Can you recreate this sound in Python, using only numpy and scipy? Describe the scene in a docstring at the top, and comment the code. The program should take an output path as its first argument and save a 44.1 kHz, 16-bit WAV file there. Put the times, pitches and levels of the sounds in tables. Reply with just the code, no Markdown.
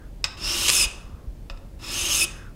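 """A hand file is set down with a tap on a metal casting held in a vice, then pushed across its edge.
Its teeth bite in a dense stream of impacts that ring the blade, whose modes change as the contact
travels from tip to heel. The teeth snag, or lock to the blade and squeal; thin tones ring on as the heel
slides off. The arms draw back with a swish, the bench sways, and the file touches down for a second
stroke. Throughout, the bench rumbles underneath and a small workshop reverberates."""
import sys
import numpy as np
from scipy import signal
from scipy.fft import rfft, irfft
from scipy.io import wavfile

SR = 44100
rng = np.random.default_rng(int(sys.argv[2]) if len(sys.argv) > 2 else 0)


def transcribe(signal):
    """Save signal, clipped to [-1, 1], as a 16-bit WAV file at the path in sys.argv[1]."""
    frames = np.atleast_2d(signal).T
    limited = np.clip(frames, -1, 1)
    pcm = np.round(limited * 32767).astype(np.int16)
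    wavfile.write(sys.argv[1], SR, pcm)


N = 112454
T = np.arange(N) / SR

BRIGHT_PIVOT_HZ = 4250
FLUTTER_DB, FLUTTER_PER_S, JITTER_PER_S = 1.37, 89, 457
SCRATCH_DB, SCRATCH_HEEL_DB = -5.5, -3.5
VICE_DB, VICE_HEEL_DB, VICE_FOLLOW, VICE_FULL_DB = -39.5, -1.5, 0.54, -26
# spectrum of the teeth's dry scratch (frequency [Hz], spectral level [dB])
SCRATCH_SPECTRUM = [(150, -43.5), (500, -7), (1200, -11.5), (1850, -11), (2420, 2), (9000, -2.5),
                    (15800, -16.5)]
# one path per stroke (time [s], level [dB], brightness [dB/octave], contact place [0 tip to 1 heel])
STROKE_PATHS = [
    [(.37, -46.5, -3, 0.26), (.45, -29.5, -1.5, 0.13), (.5, -27, 0, 0.33), (.64, -24, 1.5, 0.32),
     (.69, -25.5, 2.5, 0.69), (.75, -22, 5, 0.88), (.82, -22, 2.5, 1), (.848, -23.5, 0.5, 0.92),
     (.862, -35, -4.5, 0.44)],
    [(1.79, -55, -1.5, 0.21), (1.84, -36.5, -3, 0.092), (1.92, -30.5, 0.5, 0.2), (2.0, -26.5, 1, 0.84),
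     (2.09, -26, 1.5, 0.45), (2.15, -22, 3, 0.76), (2.198, -25, 4, 0.94), (2.218, -24, 4, 0.99),
     (2.242, -26, 5, 0.74), (2.256, -34.5, -1, 0.51)],
]
def stroke(path):
    """Impact excitation: the teeth scratch the edge, ring the blade and shake the vice."""
    times, *columns = np.transpose(path)
    level_db, bright_db, place = (np.interp(T, times, c) for c in columns)
    touching = (T > times[0]) * (T < times[-1])
    heel = np.clip(2 * place - 1, 0, 1)
    teeth = bites() * amp(-0.1 * wander(per_s=190)) * touching  # very slight judder
    push = teeth * amp(level_db)
    scratch = unit_rms(coloured(push, SCRATCH_SPECTRUM)) * np.std(push)
    treble = coloured(scratch, [(BRIGHT_PIVOT_HZ / 2, -30), (BRIGHT_PIVOT_HZ * 2, 0)])
    scratch += treble * (amp(2 * bright_db) - 1)
    scratch *= amp(SCRATCH_DB + SCRATCH_HEEL_DB * heel)
    vice_db = VICE_DB + VICE_FOLLOW * np.minimum(level_db - VICE_FULL_DB, 0) + VICE_HEEL_DB * heel
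    return blade(push, place, bright_db, FLUTTER_DB) + scratch + vice(teeth * amp(vice_db))


def bites(per_s=11000, spread_db=2):
    """Shot noise: the teeth make tiny impacts of uneven size at random instants."""
    size = amp(spread_db * np.minimum(rng.exponential(1, N), 5))
    return unit_rms(size * rng.choice([-1., 1.], N) * (rng.random(N) < per_s / SR))


STIFFEN_HZ, STIFFEN_JITTER = 1373, 0.54
# blade modes (frequency [Hz], bandwidth [Hz], weight for contact at tip [dB], middle [dB], heel [dB])
BLADE_MODES = [(2544, 97, -8.5, -1, 2), (2930, 120, -12, 0.5, 1.5), (3573, 170, -5.5, -13.5, -4),
               (5170, 137, 10, -4, -4.5), (5110, 350, 3.5, -1, -3.5), (6300, 148, -14, 1.5, -0.5),
               (6965, 220, -16, -19, -2), (8083, 100, -9.5, -7.5, 0), (9810, 120, -17, -16.5, -2.5),
               (10850, 330, -29, -9.5, -6.5), (12010, 440, -31, -19, -19)]
def blade(push, place, bright_db, flutter_db=0):
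    """Modal superposition: the place of contact sets how strongly each mode is driven."""
    # contact mid-blade is an unsteady spring that raises and smears the low modes
    spring = np.sin(np.pi * np.clip(place, 0, 1) ** 0.81) ** 2
    spring *= np.maximum(1 + STIFFEN_JITTER * wander(JITTER_PER_S), 0)
    ringing, power = np.zeros(N), 0
    for k, (hz, width, *by_place) in enumerate(BLADE_MODES):
        weight = amp(np.interp(place, [0, .5, 1], by_place))
        flutter = flutter_db * wander(FLUTTER_PER_S) if flutter_db else 0
        gain = amp(bright_db * np.log2(hz / BRIGHT_PIVOT_HZ) + flutter)
        stiffened_hz = np.sqrt(hz ** 2 + spring * STIFFEN_HZ ** 2)
        ringing += (-1) ** k * ring(push * weight * gain, stiffened_hz, width)
        power += weight ** 2
    return ringing / np.sqrt(power)


# squeals (time [s], duration [s], start [Hz], end [Hz], rms wobble [Hz], level [dB])
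SQUEAL_TONES = [(.41, .165, 5200, 5450, 240, -29.5), (.748, .114, 5330, 5030, 150, -24),
                (.795, .05, 8140, 8130, 70, -26.5), (2.17, .082, 5330, 5030, 170, -28),
                (2.2, .052, 2550, 2600, 75, -25), (2.207, .043, 9750, 9700, 230, -27)]
def squeal(s, length, start_hz, end_hz, wobble_hz, db):
    """Self-sustained oscillation: the teeth lock to the blade in a tone that slides and flutters."""
    along = progress(s, length)
    hz = start_hz + (end_hz - start_hz) * along + wobble_hz * wander(JITTER_PER_S)
    swell = np.sqrt(2 * np.maximum(np.sin(np.pi * along), 0))
    return amp(db + FLUTTER_DB * wander(FLUTTER_PER_S)) * swell * np.sin(phase(hz))


# snags of the teeth (time [s], duration [s], level [dB])
SNAGS = [(.655, .025, -27), (.681, .009, -16), (.692, .005, -14), (.6985, .004, -13), (.731, .006, -23)]
def snags(cutoff_hz=9700, knock_db=-15):
    """Pulsed excitation: snagging teeth bite harder, scratching, ringing the blade and jarring the vice."""
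    force = sum(amp(db) * np.sqrt(np.maximum(np.sin(np.pi * progress(s, length)), 0))
                for s, length, db in SNAGS)
    push = bites() * force
    lowpass = signal.butter(2, cutoff_hz, fs=SR, output="sos")
    scratch = unit_rms(signal.sosfilt(lowpass, coloured(push, SCRATCH_SPECTRUM))) * np.std(push)
    return blade(push, place=0.06, bright_db=2.5) / 2 + scratch + amp(knock_db) * vice(push) / 2


TICK_DB, BOUNCE_S, BOUNCE_DB = -30.5, 0.001062, -9.5
ECHO_BURST_DB, ECHO_BURST_S = -18.5, 0.011
CASTING_HZ, CASTING_WIDTH_HZ, CASTING_DB = 550, 10, -11
# spectrum of the dense burst of early echoes after a tap (frequency [Hz], spectral level [dB])
ECHO_BURST_SPECTRUM = [(300, -30.5), (600, -10), (2000, -1.5), (5000, -4), (7800, -8.5), (9500, -29.5)]
# the file touches down (time [s], steel level [dB], brightness [dB/octave], knock level [dB])
TOUCHDOWNS = [(0.2421, 20, -3.5, -6), (1.4989, -1, -14.5, -4.5), (1.574, -19.5, -1, -27.5)]
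def tap(s, db, bright_db, knock_db):
    """Impulse response: a blow with one bounce ticks and rings blade, vice and casting, and a short dense burst
    of early echoes follows."""
    blow = np.zeros(N)
    blow[round(s * SR)] = 1
    blow[round(s * SR) + round(BOUNCE_S * SR)] += amp(BOUNCE_DB)
    tick = signal.sosfilt(signal.butter(2, [550, 6500], "band", fs=SR, output="sos"), blow)
    decay = np.exp(-np.maximum(T - s, 0) / ECHO_BURST_S) * (T > s)
    echo_burst = coloured(rng.standard_normal(N), ECHO_BURST_SPECTRUM) * decay
    echo_burst /= np.linalg.norm(echo_burst)
    steel = blade(blow, 0, bright_db) / 2 + amp(TICK_DB) * tick + amp(ECHO_BURST_DB) * echo_burst
    knock = vice(tick) / 2 + amp(CASTING_DB) * ring(blow, CASTING_HZ, CASTING_WIDTH_HZ)
    return amp(db) * steel + amp(knock_db) * knock


# lightly damped blade modes (frequency [Hz], bandwidth [Hz], gain [dB])
FREE_MODES = [(2512, 10.6, -31.5), (8150, 7.5, -36.5)]
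def after_ring(drive):
    """Free decay: narrow modes driven during the stroke ring on after the heel slides off."""
    return sum(amp(db) * ring(drive, hz, width) for hz, width, db in FREE_MODES)


# modes of casting, vice and bench (frequency [Hz], bandwidth [Hz], gain [dB])
VICE_MODES = [(48.5, 22, 3), (351, 57, 2), (581.6, 31, -11), (677, 62, -6), (1165, 280, -2.5),
              (1342, 62, 0), (1800, 300, -5.5)]
def vice(push):
    """Forced vibration: casting, vice and bench respond at their low resonances."""
    return sum((-1) ** k * amp(db) * ring(push, hz, width)
               for k, (hz, width, db) in enumerate(VICE_MODES)) / 2


# jolts of the bench (time [s], frequency [Hz], level [dB])
JOLTS = [(0.852, 46, -27), (1.126, 77, -30), (1.271, 48.5, -25.5), (1.506, 36.1, -30)]
def bench_sway(s, hz, db, rise_cycles=0.55):
    """Damped oscillation: the jolted bench sways for a few cycles."""
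    cycles = np.maximum(T - s, 0) * hz
    envelope = cycles / rise_cycles * np.exp(1 - cycles / rise_cycles)
    return amp(db) * envelope * np.sin(2 * np.pi * cycles)


# the arms draw back (time [s], duration [s], start [Hz], end [Hz], level [dB])
ARM_SWISHES = [(-.1, 0.22, 1605, 1383, -59), (0.841, 0.47, 1250, 1101, -57.5), (2.24, 0.3, 1864, 1300, -50)]
def swish(s, length, start_hz, end_hz, db, width_hz=620):
    """Narrow-band noise: the arms' soft swish swells and fades as its centre frequency glides."""
    along = progress(s, length)
    angle = phase(start_hz + (end_hz - start_hz) * along)
    band = wander(width_hz / 2) * np.cos(angle) + wander(width_hz / 2) * np.sin(angle)
    return amp(db) * np.sin(np.pi * along) * band


EARLY_DB, EARLY_T60_S, ROOM_DELAY_S = -16, 0.081, 0.0029
# the workshop's tail (frequency [Hz], reverberation time [s], level [dB])
ROOM_DECAY = [(250, 1, -5), (1215, 0.64, 0), (2610, 0.5, -9), (5000, 0.55, -12), (7450, 0.4, -12),
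              (13500, 0.47, -22)]
def workshop(x):
    """Reverberation: early reflections off the bench, then a tail that dies sooner in the treble."""
    hz, t, bands = signal.stft(rng.standard_normal(SR), SR, nperseg=256)
    rate = np.log(1000) / read(ROOM_DECAY, hz)[:, None]
    bands *= amp(read(ROOM_DECAY, hz, 2))[:, None] * np.exp(-rate * t) * np.sqrt(2 * rate / SR)
    age = T[:SR]
    tail = signal.istft(bands, SR, nperseg=256)[1][:SR] * (age > ROOM_DELAY_S)
    early = rng.standard_normal(SR) * amp(-60 * age / EARLY_T60_S) * (age > ROOM_DELAY_S / 2)
    return signal.fftconvolve(x, tail + amp(EARLY_DB) * early / np.linalg.norm(early))[:N]


# spectra of the bench's rumble and the shop's air (frequency [Hz], spectral level [dB])
RUMBLE_SPECTRUM = [(15, -37.5), (28, -0.5), (42, 2.5), (58, -6), (140, -13), (300, -34), (900, -88.5)]
AIR_SPECTRUM = [(30, 4.5), (100, -1.5), (200, 0), (600, -11), (1200, -23.5), (15800, -36)]
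def background(rumble_db=-40.5, air_db=-48):
    """Stationary noise: a low rumble under the still air of the shop."""
    rumble = unit_rms(coloured(rng.standard_normal(N), RUMBLE_SPECTRUM))
    air = unit_rms(coloured(rng.standard_normal(N), AIR_SPECTRUM))
    return amp(rumble_db) * rumble + amp(air_db) * air


def ring(x, hz, width):
    """Resonance: one mode, steady or gliding, that keeps the power of white noise."""
    turn = np.exp(1j * phase(hz))
    pole = np.exp(-np.pi * width / SR)
    envelope = signal.lfilter([1], [1, -pole], x / turn + 1e-18)
    return np.sqrt(2 * (1 - pole ** 2)) * (turn * envelope).real


def wander(per_s):
    """Random modulation: low-passed noise of rms 1."""
    rolloff = 1 + (np.fft.rfftfreq(N, 1 / SR) / per_s) ** 2
    return unit_rms(irfft(rfft(rng.standard_normal(N)) / rolloff, N))


def coloured(x, spectrum):
    """Linear filtering: each frequency takes its gain from a table."""
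    return irfft(rfft(x) * amp(read(spectrum, np.fft.rfftfreq(len(x), 1 / SR))), len(x))


def read(points, hz, column=1):
    """Interpolation along a log-frequency axis."""
    table = np.transpose(points)
    return np.interp(np.log(hz + 1), np.log(table[0] + 1), table[column])


def phase(hz):
    """Phase as the integral of frequency."""
    return 2 * np.pi * np.cumsum(hz * np.ones(N)) / SR


def progress(s, length):
    """Linear ramp from 0 to 1 across an event."""
    return np.clip((T - s) / length, 0, 1)


def amp(db):
    """Decibels to amplitude ratio."""
    return 10 ** (np.asarray(db) / 20)


def unit_rms(x):
    """Normalisation to rms 1."""
    return x / np.sqrt(np.mean(x ** 2) + 1e-20)


def scene():
    """Superposition: all sources and the room's answer, alike in both channels."""
    filing = sum(stroke(path) for path in STROKE_PATHS)
    squeals = sum(squeal(*row) for row in SQUEAL_TONES)
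    work = filing + after_ring(filing + squeals) + snags() + sum(tap(*row) for row in TOUCHDOWNS)
    movement = sum(swish(*row) for row in ARM_SWISHES) + sum(bench_sway(*row) for row in JOLTS)
    # squeals beam off the flat of the blade and reach the room weakly
    echo = workshop(work + amp(-11) * squeals)
    mono = work + squeals + echo + movement + background()
    return np.array([mono, mono])


def record(dry):
    """Band limiting: a steep low-pass at 15.8 kHz."""
    lowpass = signal.firwin(511, 15800, window=("kaiser", 9), fs=SR)
    return signal.oaconvolve(dry, lowpass[None], "same")


dry = scene()
out = record(dry)
transcribe(out)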